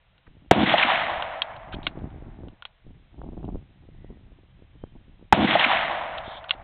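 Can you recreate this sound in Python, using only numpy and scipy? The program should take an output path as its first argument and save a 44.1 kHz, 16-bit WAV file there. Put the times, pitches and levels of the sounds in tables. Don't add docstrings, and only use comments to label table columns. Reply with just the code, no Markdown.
import sys
import numpy as np
from scipy import signal
from scipy.fft import rfft, irfft
from scipy.io import wavfile
from scipy.ndimage import uniform_filter1d

SR = 44100
rng = np.random.default_rng(int(sys.argv[2]) if len(sys.argv) > 2 else 0)


def to_wav(s):
    ch = np.atleast_2d(s).T
    pcm = np.round(np.clip(ch, -1, 1) * 32767)
    wavfile.write(sys.argv[1], SR, pcm.astype(np.int16))


N = 292383
T = np.arange(N) / SR

# (t/s, peak level/dB, relative level of the sharp edge/dB)
WIND_POPS = [(1.745, -31.5, -25), (2.02, -28, -17), (4.32, -48, -19), (4.753, -45, -25), (6.55, -38.5, -26),
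             (0.279, -42.5, -27), (0.368, -45, -24), (1.974, -25.5, -24), (2.055, -31, -4),
             (2.143, -33.5, -15), (2.223, -31.5, -15), (2.434, -31.5, -7), (2.474, -30, -27),
             (2.866, -39.5, -19.5), (3.216, -29, 14), (3.244, -35, -10), (3.292, -39, -21),
             (3.332, -31, -15), (3.376, -28, -13), (3.429, -32, -3), (3.481, -28.5, -13), (3.556, -22, -16),
             (3.888, -36, -28), (3.92, -49, -21.5), (4.045, -32, -12), (4.103, -33, -16),
             (4.171, -42, -12.5), (4.387, -45, -26), (4.434, -47, -22.5), (4.622, -39, -23),
             (4.838, -23.5, -7.5), (5.226, -36, -29.5), (6.279, -28.5, -8)]


def undb(db):
    return 10 ** (np.asarray(db) / 20)


def unit(x):
    return x / np.sqrt(np.mean(x ** 2))


def peak(x):
    return x / np.max(np.abs(x))


def band(x, lo_hz, hi_hz, order=2):
    return signal.sosfilt(signal.butter(order, [lo_hz, hi_hz], "band", fs=SR, output="sos"), x)


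def below(x, hz):
    return signal.sosfiltfilt(signal.butter(3, hz, fs=SR, output="sos"), x)


def colour(x, points):
    hz, db = np.transpose(points)
    f = np.fft.rfftfreq(len(x), 1 / SR) + 1
    return irfft(rfft(x) * undb(np.interp(np.log(f), np.log(hz), db)), len(x))


def grains(rate, spread_db):
    chance, sign, size = rng.random((3, N))
    return unit((chance < rate / SR) * np.sign(sign - .5) * undb(-spread_db * np.log(1 - .98 * size)))


def flicker(rate, depth_db):
    hold = int(SR / rate)
    steps = np.repeat(rng.standard_normal(N // hold + 1), hold)
    return undb(depth_db * uniform_filter1d(steps, hold)[:N])


def add(out, start, x):
    i = int(start * SR)
    out[i:i + len(x)] += x[:N - i]


def hiss():
    # (f/Hz, level/dB)
    spectrum = [(240, -27), (400, -10), (540, -2), (958, -5), (1260, -6), (3490, -5.5), (3940, -9),
                (4400, -28.5), (5720, -76.5), (9680, -120)]
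    return undb(-67) * unit(colour(rng.standard_normal(N), spectrum))


def wind():
    # (t/s, base level of the rasp/dB)
    gusts = [(0, -85), (.24, -75), (.29, -60), (.48, -64.5), (1.0, -54.5), (1.45, -66.5), (1.75, -45.5),
             (2.0, -47.5), (2.48, -48.5), (2.58, -77.5), (2.8, -80), (2.9, -48.5), (3.08, -68.5),
             (3.2, -51.5), (3.4, -44), (3.56, -47), (3.64, -61), (3.85, -60.5), (4.07, -56.5), (4.4, -63),
             (4.55, -67), (4.72, -68), (4.97, -54), (5.03, -68), (5.1, -56), (5.27, -65.5), (6.1, -58.5),
             (6.63, -64)]
    reference_db, swell_db, swell_s = -48, 5.5, .023
    swells = np.max([np.exp(-((T - at) / swell_s) ** 2) for at, *_ in WIND_POPS], axis=0)
    gust_db = np.interp(T, *np.transpose(gusts)) - reference_db + swell_db * swells
    # (f/Hz, level/dB)
    spectrum = [(8.8, -26), (15, -4), (27, -1), (86, -4), (128, -8), (200, -14), (260, -40), (440, -120)]
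    puffs = flicker(14, 2.6)
    rumble = unit(colour(rng.standard_normal(N), spectrum) * flicker(25, 1))
    flutter, eddies = flicker(70, 2.7), grains(600, 7.5)
    rasp = unit(below(band(eddies * flutter, 120, 340), 1100))
    edge = unit(below(band(eddies * flutter ** 2.9, 400, 800), 1200))
    return puffs * (undb(-44 + .6 * gust_db) * rumble
                    + undb(reference_db + gust_db) * rasp
                    + undb(-60.5 + 1.3 * gust_db) * edge)


def bolt_knocks():
    # (t/s, peak level/dB, relative level of the low modes/dB)
    knocks = [(0.179, -47.5, -12), (1.2228, -15.5, -3), (1.4185, -6, -22), (1.563, -36, -15),
              (1.8295, -31, -11), (1.8665, -9.5, -14.5), (1.9884, -46.5, 0), (2.103, -50, -4),
              (2.4832, -39, -3), (2.6222, -27.5, 1), (2.6515, -19.5, -7), (3.4486, -47, -11),
              (6.1815, -21, -10), (6.441, -30, 1), (6.4929, -20.5, -8), (6.5072, -3.5, -20.5),
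              (6.5362, -35, -8)]
    # (f/Hz, level/dB)
    modes = [(650, -14.5), (1170, -1), (1450, 6), (2300, -16), (2780, -1.5), (3300, -3), (3750, -2.5)]
    out, t = np.zeros(N), T[:SR // 8]
    t60_s = .018
    snap = np.cos(2 * np.pi * 3100 * (t - .0011)) * np.exp(-((t - .0011) / .00045) ** 2)
    for at, db, low_db in knocks:
        ring = np.zeros(len(t))
        for hz, mode_db in modes:
            gain = undb(mode_db + rng.normal(0, 3) + (low_db if hz < 2000 else 0))
            detune = rng.normal(1, .015)
            ring += gain * np.sin(2 * np.pi * hz * detune * t) * undb(-60 * t / t60_s)
        chatter = rng.standard_normal(300) * np.exp(-t[:300] / .0021) * np.minimum(t[:300] / .001, 1)
        ring = peak(band(np.convolve(ring, chatter)[:len(t)], 550, 4900, order=4))
        rattle = unit(band(rng.standard_normal(len(t)), 1679, 3700)) * np.exp(-t / .01)
        add(out, at, undb(db) * peak(snap + undb(-3) * ring + undb(-23) * rattle))
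    return out


def bolt_slides():
    # (start t/s, end t/s, level/dB, centre f/Hz, relative bandwidth)
    slides = [(0.264, 0.282, -56, 1500, 0.9), (1.719, 1.755, -39.5, 3070, 0.36),
              (1.725, 1.748, -41.5, 1420, 0.23), (1.835, 1.865, -47.5, 3480, 0.6),
              (6.173, 6.19, -40.5, 3220, 0.32), (6.221, 6.418, -46, 3430, 0.16),
              (6.482, 6.508, -45, 3320, 0.33)]
    out, friction = np.zeros(N), grains(2500, 1.8)
    for start, end, db, hz, width in slides:
        n = int((end - start) * SR)
        scrape = unit(band(friction[:n], hz * (1 - width / 2), hz * (1 + width / 2)))
        add(out, start, undb(db) * signal.windows.tukey(n, .5) * scrape)
    return out


def wind_pops():
    out, t = np.zeros(N), T[:SR // 20]
    blunt, sharp = (u * np.exp(-u ** 2 / 2) for u in (t / .000596 - 3, (t - .0018) / .00024))
    thud = undb(-9) * np.sin(2 * np.pi * 70 * t) * np.exp(-t / .006)
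    for at, db, sharp_db in WIND_POPS:
        pop = peak(blunt + undb(sharp_db) * sharp + thud)
        add(out, at - .001, undb(db) * rng.choice([-1, 1]) * pop)
    return out


def blasts(shots):
    # (centre f/Hz, width/Hz, relative level/dB, hold t/s, decay t/s)
    bands = [(2780, 1700, -5, 0.0012, 0.00041), (1413, 700, -10, 0.0055, .0015),
             (751, 400, -3, 0.0049, 0.0012), (235.2, 340, -8, 0.0061, 0.00046),
             (89.1, 300, -14, 0.004, 0.0033)]
    out, t = np.zeros(N), T[:SR // 10]
    rise = np.minimum(t / .0008, 1)
    for at, shot_db in shots:
        for hz, width, db, hold, decay in bands:
            gas = unit(band(rng.standard_normal(len(t)), max(hz - width / 2, 20), hz + width / 2))
            envelope = rise * np.exp(-np.maximum(t - hold, 0) / decay)
            add(out, at, undb(shot_db + db) * gas * envelope)
    return out


def roll(shots):
    # (delay t/s, tree line level/dB, its treble level/dB, ground level/dB)
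    envelopes = [(.01, -19, -24.5, -24.5), (.035, -29, -34, -25.5), (.07, -26, -34.5, -21),
                 (0.107, -28, -28.5, -19), (.125, -28.5, -26.5, -19), (.143, -37, -33.5, -30),
                 (.155, -33, -25.5, -31), (.17, -31, -21, -27.5), (.22, -32, -22, -31),
                 (.25, -28.5, -28.5, -38), (.275, -25.5, -22, -41), (.325, -29.5, -19.5, -45),
                 (.35, -28, -25.5, -40.5), (.385, -24.5, -21.5, -45), (.46, -30, -24.5, -43),
                 (0.699, -33, -35, -52), (.95, -39, -43.5, -62.5), (1.3, -49, -55, -80),
                 (1.9, -64.5, -66, -98), (2.2, -70, -76, -99)]
    # (f/Hz, level/dB)
    tree_spectrum = [(280, -53), (480, -11), (652, 3.5), (763, 2), (1290, -6), (2140, -6.5), (2480, -9.5),
                     (3520, -9.5), (3900, -16.5), (4400, -29.5), (5720, -62.5), (9680, -120)]
    boom_spectrum = [(29, -55.5), (50, -16.5), (225, -0.5), (265, -5.5), (347, -1.5), (405, -20),
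                     (500, -8.5), (650, -42), (1100, -120)]
    delays, *levels = np.transpose(envelopes)
    t = np.arange(delays[0], delays[-1], 1 / SR)
    n = len(t)
    mid_gain, treble_gain, boom_gain = (undb(np.interp(t, delays, db)) for db in levels)
    trunks = colour(grains(4000, 3.3) * flicker(40, .71), tree_spectrum)
    mid, top = below(trunks, 1200), trunks - below(trunks, 2500)
    upper = trunks - mid - top
    air_loss_db_per_s = 15
    treble = (upper[:n] + undb(5 - air_loss_db_per_s * t) * top[:n]) / np.std(upper + top)
    boom = unit(colour(grains(2000, 4.1), boom_spectrum))
    rise = np.minimum((t - t[0]) / .003, 1)
    response = rise * (mid_gain * unit(mid)[:n] + treble_gain * treble + boom_gain * boom[:n])
    out = np.zeros(N)
    for at, _ in shots:
        add(out, at + delays[0], response)
    return out


def echoes(shots):
    # (delay t/s, peak level/dB, f/Hz, decay t/s)
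    reflections = [(.15, -14, 2050, .002), (.205, -18, 750, .005), (.228, -6.5, 691, .005),
                   (.245, -16, 2000, .002), (.268, -9.5, 2900, .004), (.268, -15.5, 970, .003),
                   (.316, -7, 2402, .005), (.335, -24.5, 250, 0.0089), (.376, -12, 740, 0.0023),
                   (.389, -12, 925, .002), (.445, -12.5, 2200, .004), (.571, -21, 825, 0.0019),
                   (.581, -21.5, 810, 0.0033), (.685, -20.5, 894, 0.0039)]
    out, t = np.zeros(N), T[:SR // 20]
    for delay, db, hz, decay in reflections:
        noise = band(rng.standard_normal(len(t)), hz * .92, min(hz * 1.14, 4000))
        burst = undb(db) * peak(noise * np.minimum(t / .0027, 1) * np.exp(-t / decay))
        for at, _ in shots:
            add(out, at + delay, burst)
    return out


def birds():
    # (start t/s, end t/s, f/Hz, width/Hz, level/dB)
    calls = [(3.887, 4.22, 1940, 203, -72), (4.746, 4.957, 3130, 77.8, -71.5)]
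    out = np.zeros(N)
    for start, end, hz, width, db in calls:
        n = int((end - start) * SR)
        whistle = unit(band(rng.standard_normal(n), hz - width / 2, hz + width / 2))
        add(out, start, undb(db) * signal.windows.tukey(n, .6) * whistle)
    return out


def scene():
    # (t/s, level/dB)
    shots = [(.5105, 6), (5.3244, 6)]
    return (hiss() + wind() + bolt_knocks() + bolt_slides() + wind_pops()
            + blasts(shots) + roll(shots) + echoes(shots) + birds())[None]


def record(dry):
    capsule_max, converter_max = .69, .72
    mic_top_hz, output_top_hz = 4247, 16300
    mic = np.clip(dry, -capsule_max, capsule_max)
    mic = signal.sosfilt(signal.cheby1(10, .5, mic_top_hz, fs=SR, output="sos"), mic)
    mic = signal.sosfilt(signal.butter(2, 4000, fs=SR, output="sos"), mic)
    mic = np.clip(mic, -converter_max, converter_max)
    return signal.sosfilt(signal.ellip(8, .2, 70, output_top_hz, fs=SR, output="sos"), mic)


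dry = scene()
out = record(dry)
to_wav(out)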